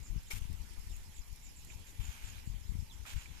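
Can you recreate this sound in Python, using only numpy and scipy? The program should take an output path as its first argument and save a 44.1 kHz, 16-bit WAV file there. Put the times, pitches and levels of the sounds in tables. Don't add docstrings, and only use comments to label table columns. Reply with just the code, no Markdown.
import sys
import numpy as np
from scipy import signal
from scipy.fft import rfft, irfft, next_fast_len
from scipy.io import wavfile
from scipy.ndimage import uniform_filter1d, map_coordinates

SR = 44100
rng = np.random.default_rng(int(sys.argv[2]) if len(sys.argv) > 2 else 0)


def digitize_waveform(pressure):
    field = np.atleast_2d(pressure).T
    bounded = np.clip(field, -1, 1)
    quanta = np.round(bounded * 32767).astype(np.int16)
    wavfile.write(sys.argv[1], SR, quanta)


def attenuation_scalar(level_db):
    decades = np.asarray(level_db, float) / 20
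    return 10 ** decades


N = 149940


def unit(x):
    return x / np.sqrt(np.mean(x ** 2) + 1e-20)


def along(points, hz):
    f, v = np.transpose(points)
    return np.interp(np.log(hz + 1), np.log(f + 1), v)


def shaped(points):
    return lambda hz: attenuation_scalar(along(points, hz)) * (hz > .8 * points[0][0])


def curve(rows):
    return np.interp(np.arange(N) / SR, *np.transpose(rows))


def wobble(rate):
    knots = rng.standard_normal(int(N * rate / SR) + 4)
    return map_coordinates(knots, [np.arange(N) * rate / SR])


def filtered(x, response):
    m = next_fast_len(N + SR // 2)
    return irfft(rfft(x, m) * response(np.fft.rfftfreq(m, 1 / SR)), m)[..., :N]


def peak(f, hz, wide):
    return 1j * f * wide / (hz * hz - f * f + 1j * f * wide)


def patchy(patchy_db):
    z = signal.stft(rng.standard_normal((2, N)), nperseg=512)[2]
    field = uniform_filter1d(rng.standard_normal(z.shape[1:]), size=6, axis=0)
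    field = uniform_filter1d(field, size=8, axis=1)
    return signal.istft(z * attenuation_scalar(patchy_db * unit(field)), nperseg=512)[1][:, :N]


def panned(x, db):
    return x * attenuation_scalar(np.array([[db / 2], [-db / 2]]))


# start in seconds, length in seconds, level in dB.
GUSTS = [(-.03, 0.079, -37.5), (0.069, 0.15, -34.5), (0.31, 0.1, -35), (0.471, 0.11, -39),
         (0.552, 0.12, -42), (0.768, 0.043, -39), (0.84, 0.16, -47), (1.149, 0.087, -45),
         (1.264, 0.067, -48.5), (1.555, 0.14, -53), (1.68, 0.2, -48), (1.94, 0.21, -39), (2.224, 0.22, -46),
         (2.44, 0.17, -43), (2.64, 0.25, -40), (2.84, .32, -48), (3.095, 0.12, -45), (3.26, 0.085, -39.5)]
# time in seconds, peak in dB, width in ms.
PUFFS = [(0.105, -28.5, 10), (0.13, -30.0, 4.2), (0.162, -24.5, 3.8), (0.18, -31, 4.9), (0.356, -34.5, 4.9),
         (0.42, -26.5, 6.9), (0.455, -31.5, 4.7), (0.501, -31.5, 3.2), (0.513, -32, 4.2),
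         (0.784, -30.5, 6.7), (0.945, -32.5, 8.5), (1.196, -34.0, 9.2), (1.329, -34.5, 6.1),
         (1.76, -33, 5.4), (1.998, -26, 5.7), (2.094, -27.5, 7.4), (2.245, -30.5, 8), (2.476, -27, 3.9),
         (2.502, -26, 6.5), (2.545, -32, 5.1), (2.696, -25.5, 4.9), (2.721, -29.5, 3.8),
         (2.754, -26.0, 3.6), (2.791, -26.5, 5.1), (2.804, -32.0, 7.4), (2.827, -30.5, 3.9),
         (3.164, -23.5, 6.3), (3.18, -27.5, 6.5), (.369, -36, 5), (.482, -37, 14), (.554, -37, 11),
         (.574, -37, 7), (.616, -36, 8), (.914, -36, 8), (2.026, -37, 12), (2.567, -35, 8), (2.618, -36, 7),
         (2.656, -37, 6), (2.771, -33, 6), (3.305, -38, 5)]
# time in seconds, depth in dB, width in ms.
DIPS = [(.337, -33, 4), (.345, -33, 6), (.442, -33, 10), (.496, -32, 4), (.521, -30, 5), (.543, -33, 8),
        (.604, -36, 6), (.625, -37, 5), (.872, -34, 5), (.922, -37, 7), (2.003, -30, 6), (2.036, -34, 6),
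        (2.088, -31, 7), (2.833, -32, 4), (3.15, -34, 20)]
# frequency in Hz, level in dB per Hz.
RUMBLE = [(7.1, -24), (12, 0.5), (45, 0), (73, -6.5), (135, -20.5), (349, -32.5), (500, -37), (650, -60),
          (1100, -120)]
# frequency in Hz, level in dB per Hz.
LEE = [(10, -6), (30, -2.5), (100, -31), (300, -43), (600, -43.5)]
CALM_DB, LEE_DB = -51.5, -56
EDDY_DB = 2
GUST_HZ, GUST_WIDE_HZ = 89.5, 140
UNDERSHOOT, UNDERSHOOT_WIDER, UNDERSHOOT_LAG = .8, 1.9, .6
FWHM_MS = 1665


def wind():
    t = np.arange(N) / SR
    gusts = np.zeros(N)
    for s, length, db in GUSTS:
        gusts += attenuation_scalar(db) * np.sin(np.pi * np.clip((t - s) / length, 0, 1)) ** 2
    calm = unit(filtered(rng.standard_normal(N), shaped(RUMBLE)))
    brisk = unit(filtered(calm, lambda f: peak(f, GUST_HZ, GUST_WIDE_HZ)))
    left = attenuation_scalar(EDDY_DB * wobble(22)) * (attenuation_scalar(CALM_DB) * calm + gusts * brisk)
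    for s, db, ms in PUFFS:
        near = slice(max(round((s - .06) * SR), 0), round((s + .06) * SR))
        u = (t[near] - s) / (ms / FWHM_MS)
        push = (1 + UNDERSHOOT) / np.cosh(1.436 * u) ** 1.17
        trough = UNDERSHOOT * np.exp(-((u - UNDERSHOOT_LAG) / UNDERSHOOT_WIDER) ** 2)
        left[near] += attenuation_scalar(db) * (push - trough)
    for s, db, ms in DIPS:
        near = slice(round((s - .06) * SR), round((s + .06) * SR))
        left[near] -= attenuation_scalar(db) * np.exp(-((t[near] - s) / (ms / FWHM_MS)) ** 2)
    sheltered = unit(filtered(rng.standard_normal(N), shaped(LEE)))
    return np.array([left, attenuation_scalar(LEE_DB + EDDY_DB * wobble(5.83)) * sheltered])


# frequency in Hz, level in dB per Hz.
LEAVES = [(88, 0.5), (150, -6.5), (577, -19.5), (1330, -18.5), (2400, -14), (4400, -18.5), (7200, -16),
          (8550, -21), (14000, -21.5)]
# centre in Hz, width in Hz, level in dB.
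CHORUS = [
    (900, 295, -76),
    (2340, 840, -74),
    (6920, 730, -76.5),
]
# frequency in Hz, left-right balance in dB.
LEAN = [(60, 30), (180, -17), (540, 2), (1610, -2), (4830, -8.5), (14500, 1.5)]
# frequency in Hz, left-right likeness from 0 to 1.
ALIKE = [(150, 0.034), (350, 1), (700, 0.48), (1300, 0.052)]
LEAVES_DB, CHORUS_SWELL_DB = -60, .8


def forest():
    leaves = unit(filtered(patchy(patchy_db=2.6), shaped(LEAVES)))
    hiss = attenuation_scalar(LEAVES_DB + 0.4 * wobble(2.48)) * leaves
    for hz, wide, db in CHORUS:
        band = unit(filtered(patchy(patchy_db=2), lambda f: peak(f, hz, wide) ** 2))
        hiss = hiss + attenuation_scalar(db + CHORUS_SWELL_DB * wobble(14)) * band
    turn = lambda hz: np.arccos(np.clip(along(ALIKE, hz), -1, 1)) / 2
    mid, side = filtered(hiss, lambda hz: [np.cos(turn(hz)), np.sin(turn(hz))])
    ports = np.array([mid + side, mid - side])
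    return filtered(ports, lambda hz: attenuation_scalar(np.outer([.5, -.5], along(LEAN, hz))))


# time in seconds, level in dB.
KATYDID = [
    (0, -78),
    (.5, -76.5),
    (1.2, -74),
    (2.0, -71.5),
    (2.5, -75),
    (3.4, -78),
]
KATYDID_HZ, KATYDID_WIDE_HZ, KATYDID_PAN_DB = 11200, 1100, -11
BURSTS_PER_S, BURST_PEAK, BURST_SHARP = 39.64, .0072, 0.45


def katydid():
    phase = np.pi * BURSTS_PER_S * (np.arange(N) / SR - BURST_PEAK)
    gate = np.abs(np.cos(phase)) ** (2 * BURST_SHARP)
    rasp = filtered(rng.standard_normal((2, N)), lambda f: peak(f, KATYDID_HZ, KATYDID_WIDE_HZ) ** 2)
    return panned(attenuation_scalar(curve(KATYDID)) * unit(gate * rasp), KATYDID_PAN_DB)


# start in seconds, length in seconds, level in dB.
TRILLS = [(.025, 0.073, -52), (0.253, 0.068, -60), (0.9, 0.077, -57), (1.139, 0.07, -54.5),
          (1.424, 0.068, -56), (1.557, 0.046, -56), (1.666, 0.088, -56.5), (1.851, 0.061, -57.5),
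          (2.011, 0.14, -55), (2.234, 0.089, -54.5), (2.453, .07, -57.5), (2.668, 0.059, -60),
          (2.917, 0.042, -58.5), (3.066, 0.081, -55), (3.165, 0.095, -58)]
# start in seconds, length in seconds, first pitch in Hz, last pitch in Hz, level in dB.
SLURS = [(.15, .035, 2900, 2700, -67), (.21, .03, 4200, 4000, -68), (.252, .02, 3300, 3050, -65),
         (.895, .035, 4100, 3000, -66), (.92, .04, 3000, 2550, -62), (1.865, .03, 4300, 3600, -66),
         (2.33, .03, 3100, 3700, -67), (2.352, .035, 3850, 4200, -60), (2.545, .03, 3500, 2700, -65),
         (2.66, .025, 4200, 3900, -68), (2.885, .05, 4200, 2800, -60), (2.92, .04, 3300, 2700, -66),
         (2.76, .29, 850, 960, -71)]
TRILL_HZ, SAG_HZ_PER_S, NOTES_PER_S, NOTE_DROP_HZ = 7410, 7900, 82, 1268
TRILL_FADES_DB, TRILL_PAN_DB, SLUR_PAN_DB = 5, -9, -6
WAVER_HZ = 60
HOARSE, HOARSE_PER_S, FAR_HOARSE = .7, 1100, .5
TREES_T60, TREES_DB = 0.085, 2.5


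def birds():
    t, near, far = np.arange(N) / SR, np.zeros(N), np.zeros(N)
    waver = WAVER_HZ * wobble(120)
    for s, length, db in TRILLS:
        u = np.clip(t - s, 0, length)
        note = u * NOTES_PER_S % 1
        hz = TRILL_HZ - SAG_HZ_PER_S * u - NOTE_DROP_HZ * (note - .5) + waver
        swell = np.abs(np.sin(np.pi * u / length)) ** 0.35 * (u < length)
        pulses = np.abs(np.sin(np.pi * note)) ** 2.8
        level = attenuation_scalar(db + TRILL_FADES_DB * (.5 - u / length))
        near += level * swell * pulses * np.sin(2 * np.pi * np.cumsum(hz) / SR)
    for s, length, from_hz, to_hz, db in SLURS:
        u = np.clip((t - s) / length, 0, 1)
        hz = from_hz + (to_hz - from_hz) * u + waver * from_hz / TRILL_HZ * 2
        far += attenuation_scalar(db) * np.sin(np.pi * u) * np.sin(2 * np.pi * np.cumsum(hz) / SR)
    hoarse = lambda share, rate: 1 - share + share * wobble(rate)
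    direct = panned(near * hoarse(HOARSE, HOARSE_PER_S), TRILL_PAN_DB)
    direct = direct + panned(far * hoarse(FAR_HOARSE, HOARSE_PER_S / 6), SLUR_PAN_DB)
    tail = rng.standard_normal((2, SR // 3)) * attenuation_scalar(-60 * t[:SR // 3] / TREES_T60)
    echo = [signal.fftconvolve(x, h / np.linalg.norm(h))[:N] for x, h in zip(direct, tail)]
    return direct + attenuation_scalar(TREES_DB) * np.array(echo)


# time in seconds, level in dB.
CHIRPS = [(.074, -68), (.188, -66), (.535, -70), (.709, -67), (.819, -66), (.925, -70), (1.064, -65),
          (1.223, -66), (1.372, -68), (1.5, -69), (1.627, -68), (1.748, -68), (2.33, -68), (2.644, -66),
          (2.802, -67), (2.937, -67), (3.239, -68), (3.38, -66)]
CHIRP_HZ, CHIRP_WIDE_HZ, CHIRP_S, CHIRP_PAN_DB = 5200, 600, .018, -8


def cricket():
    t = np.arange(N) / SR
    swell = sum(attenuation_scalar(db) * np.exp(-((t - s) / CHIRP_S) ** 2) for s, db in CHIRPS)
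    ring = unit(filtered(rng.standard_normal((2, N)), lambda f: peak(f, CHIRP_HZ, CHIRP_WIDE_HZ) ** 2))
    return panned(swell * ring, CHIRP_PAN_DB)


# time in seconds, peak in dB, left-right balance in dB.
TICKS = [(0.2319, -48, 0), (0.41, -50, 3), (.4224, -50, 3), (.5067, -54, 3), (0.5282, -44, 4),
         (0.618, -52, 6), (0.7344, -49, 5), (0.7944, -48.5, 2), (0.8709, -47, 4), (0.8964, -47, 0),
         (0.9644, -46.5, 9), (1.2635, -54, 3), (1.2804, -52, 6), (1.3279, -47, 7), (1.3598, -49, 8),
         (1.6477, -47, -13), (1.7953, -55, -5), (2.128, -50, 0), (2.5995, -56, 0)]
# frequency in Hz, level in dB per Hz.
GRIT = [(900, -42), (2500, -7), (5000, -6), (8000, 1), (10500, -2), (13000, -3)]
TICK_T60, TICK_DB = .03, -3


def grit():
    out, t = np.zeros((2, N + SR)), np.arange(SR // 20) / SR
    for s, db, pan_db in TICKS:
        crack = attenuation_scalar(db + TICK_DB - 60 * t / TICK_T60) * rng.standard_normal((2, len(t)))
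        start = round(s * SR)
        out[:, start:start + len(t)] += panned(crack, pan_db)
    return filtered(out[:, :N], shaped(GRIT))


# start in seconds, length in seconds, level in dB, fade in dB, treble in dB.
STROKES = [(0.301, 0.043, -45.5, 5, 2), (.331, .068, -52.5, 6, 3), (0.41, 0.072, -62, 1, -1),
           (1.701, 0.058, -55.5, 21, -9), (1.855, 0.085, -62.5, 8, 2), (1.993, .15, -56.5, 1, -4),
           (2.125, .11, -57.5, 1, -4), (2.215, .11, -57.5, 0, -3), (2.305, .12, -59, 3, -5),
           (2.41, .08, -65, 3, -4), (3.055, .098, -49, 8, -5), (3.142, .09, -56.5, -1, -5),
           (3.21, .08, -60, 3, -4), (3.285, 0.14, -66, -7, -3)]
# centre in Hz, width in Hz, level in dB.
TUBE = [
    (390, 190, -9),
    (860, 280, 1.5),
    (1573, 440, 3),
    (2300, 514, 7.5),
    (3190, 1380, 3),
]
# frequency in Hz, level in dB per Hz.
RASP = [(3000, -18), (5400, 1.5), (7300, 3.5), (8800, 2), (11000, 0.5), (13000, 1)]
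SLIPS_PER_S, SLIP_SPREAD_DB, JUDDER_DB = 8000, 3.5, .7
ATTACK_S, RELEASE_S, RASP_FADES = 0.009, 0.011, 0.6
SLOW_ATTACK_DB, FIRM_DB = .0008, -45
PAN_PER_TREBLE, RASP_PAN = 1, 1
SHARED, LAG_S = 0.4, .00043


def stick():
    t, out = np.arange(N) / SR, np.zeros((2, N))
    slips = (rng.random(N) < SLIPS_PER_S / SR) * attenuation_scalar(SLIP_SPREAD_DB * rng.standard_normal(N))
    common, *own = rng.standard_normal((3, N))
    lagged = np.roll(common, round(LAG_S * SR))
    noise = SHARED * np.array([common, lagged]) + (1 - SHARED) * np.array(own)
    roughness = np.sqrt(np.abs(uniform_filter1d(slips ** 2, size=32)))
    drive = roughness * attenuation_scalar(JUDDER_DB * wobble(60)) * noise
    modes = lambda f: sum((-1) ** k * attenuation_scalar(db) * peak(f, hz, wide) for k, (hz, wide, db) in enumerate(TUBE))
    body = unit(filtered(drive, modes))
    rasp = unit(filtered(drive, shaped(RASP)))
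    for s, length, db, fade_db, treble_db in STROKES:
        slower = SLOW_ATTACK_DB * max(FIRM_DB - db, 0)
        attack = np.clip((t - s) / (ATTACK_S + slower), 0, 1)
        release = np.clip((s + length - t) / (RELEASE_S + slower), 0, 1)
        edges = attack * release
        faded_db = fade_db * np.clip((t - s) / length, 0, 1)
        pan_db = PAN_PER_TREBLE * treble_db
        out += panned(edges * attenuation_scalar(db - faded_db) * body, pan_db)
        out += panned(edges * attenuation_scalar(db + treble_db - RASP_FADES * faded_db) * rasp, RASP_PAN * pan_db)
    return out


# time in seconds, mode in Hz, width in Hz, level in dB, left-right balance in dB.
KNOCKS = [(.3105, 2300, 250, -38, 1), (1.701, 2400, 600, -53.5, -5), (3.053, 1500, 600, -51, -4),
          (3.068, 2500, 900, -55, -5), (.304, 390, 150, -52, 0), (.312, 5500, 300, -52, 0),
          (.318, 900, 120, -53, 0), (.3615, 2400, 700, -50, 0), (.366, 950, 120, -55, 0),
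          (.42, 2800, 300, -59, -6), (1.735, 880, 100, -62, 0), (2.27, 930, 80, -60, 0),
          (2.925, 970, 90, -61, 0), (3.056, 780, 120, -56, 0), (3.258, 2350, 300, -56.5, -14)]
KNOCK_T60 = 0.058


def knocks():
    t, out = np.arange(SR // 5) / SR, np.zeros((2, N + SR))
    f = np.fft.rfftfreq(len(t), 1 / SR)
    for s, hz, wide, db, pan_db in KNOCKS:
        contacts = rng.standard_normal((2, len(t)))
        ring = unit(irfft(rfft(contacts) * peak(f, hz, wide) ** 2, len(t)))
        start = round(s * SR)
        out[:, start:start + len(t)] += panned(attenuation_scalar(db - 60 * t / KNOCK_T60) * ring, pan_db)
    return out[:, :N]


def scene():
    return wind() + forest() + katydid() + birds() + cricket() + grit() + stick() + knocks()


def top_cut(x):
    return signal.sosfilt(signal.butter(12, 15070, fs=SR, output="sos"), x)


TOP_HZ = 14350


def record(dry):
    mix = filtered(dry, lambda hz: hz < TOP_HZ)
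    return top_cut(mix)


dry = scene()
out = record(dry)
digitize_waveform(out)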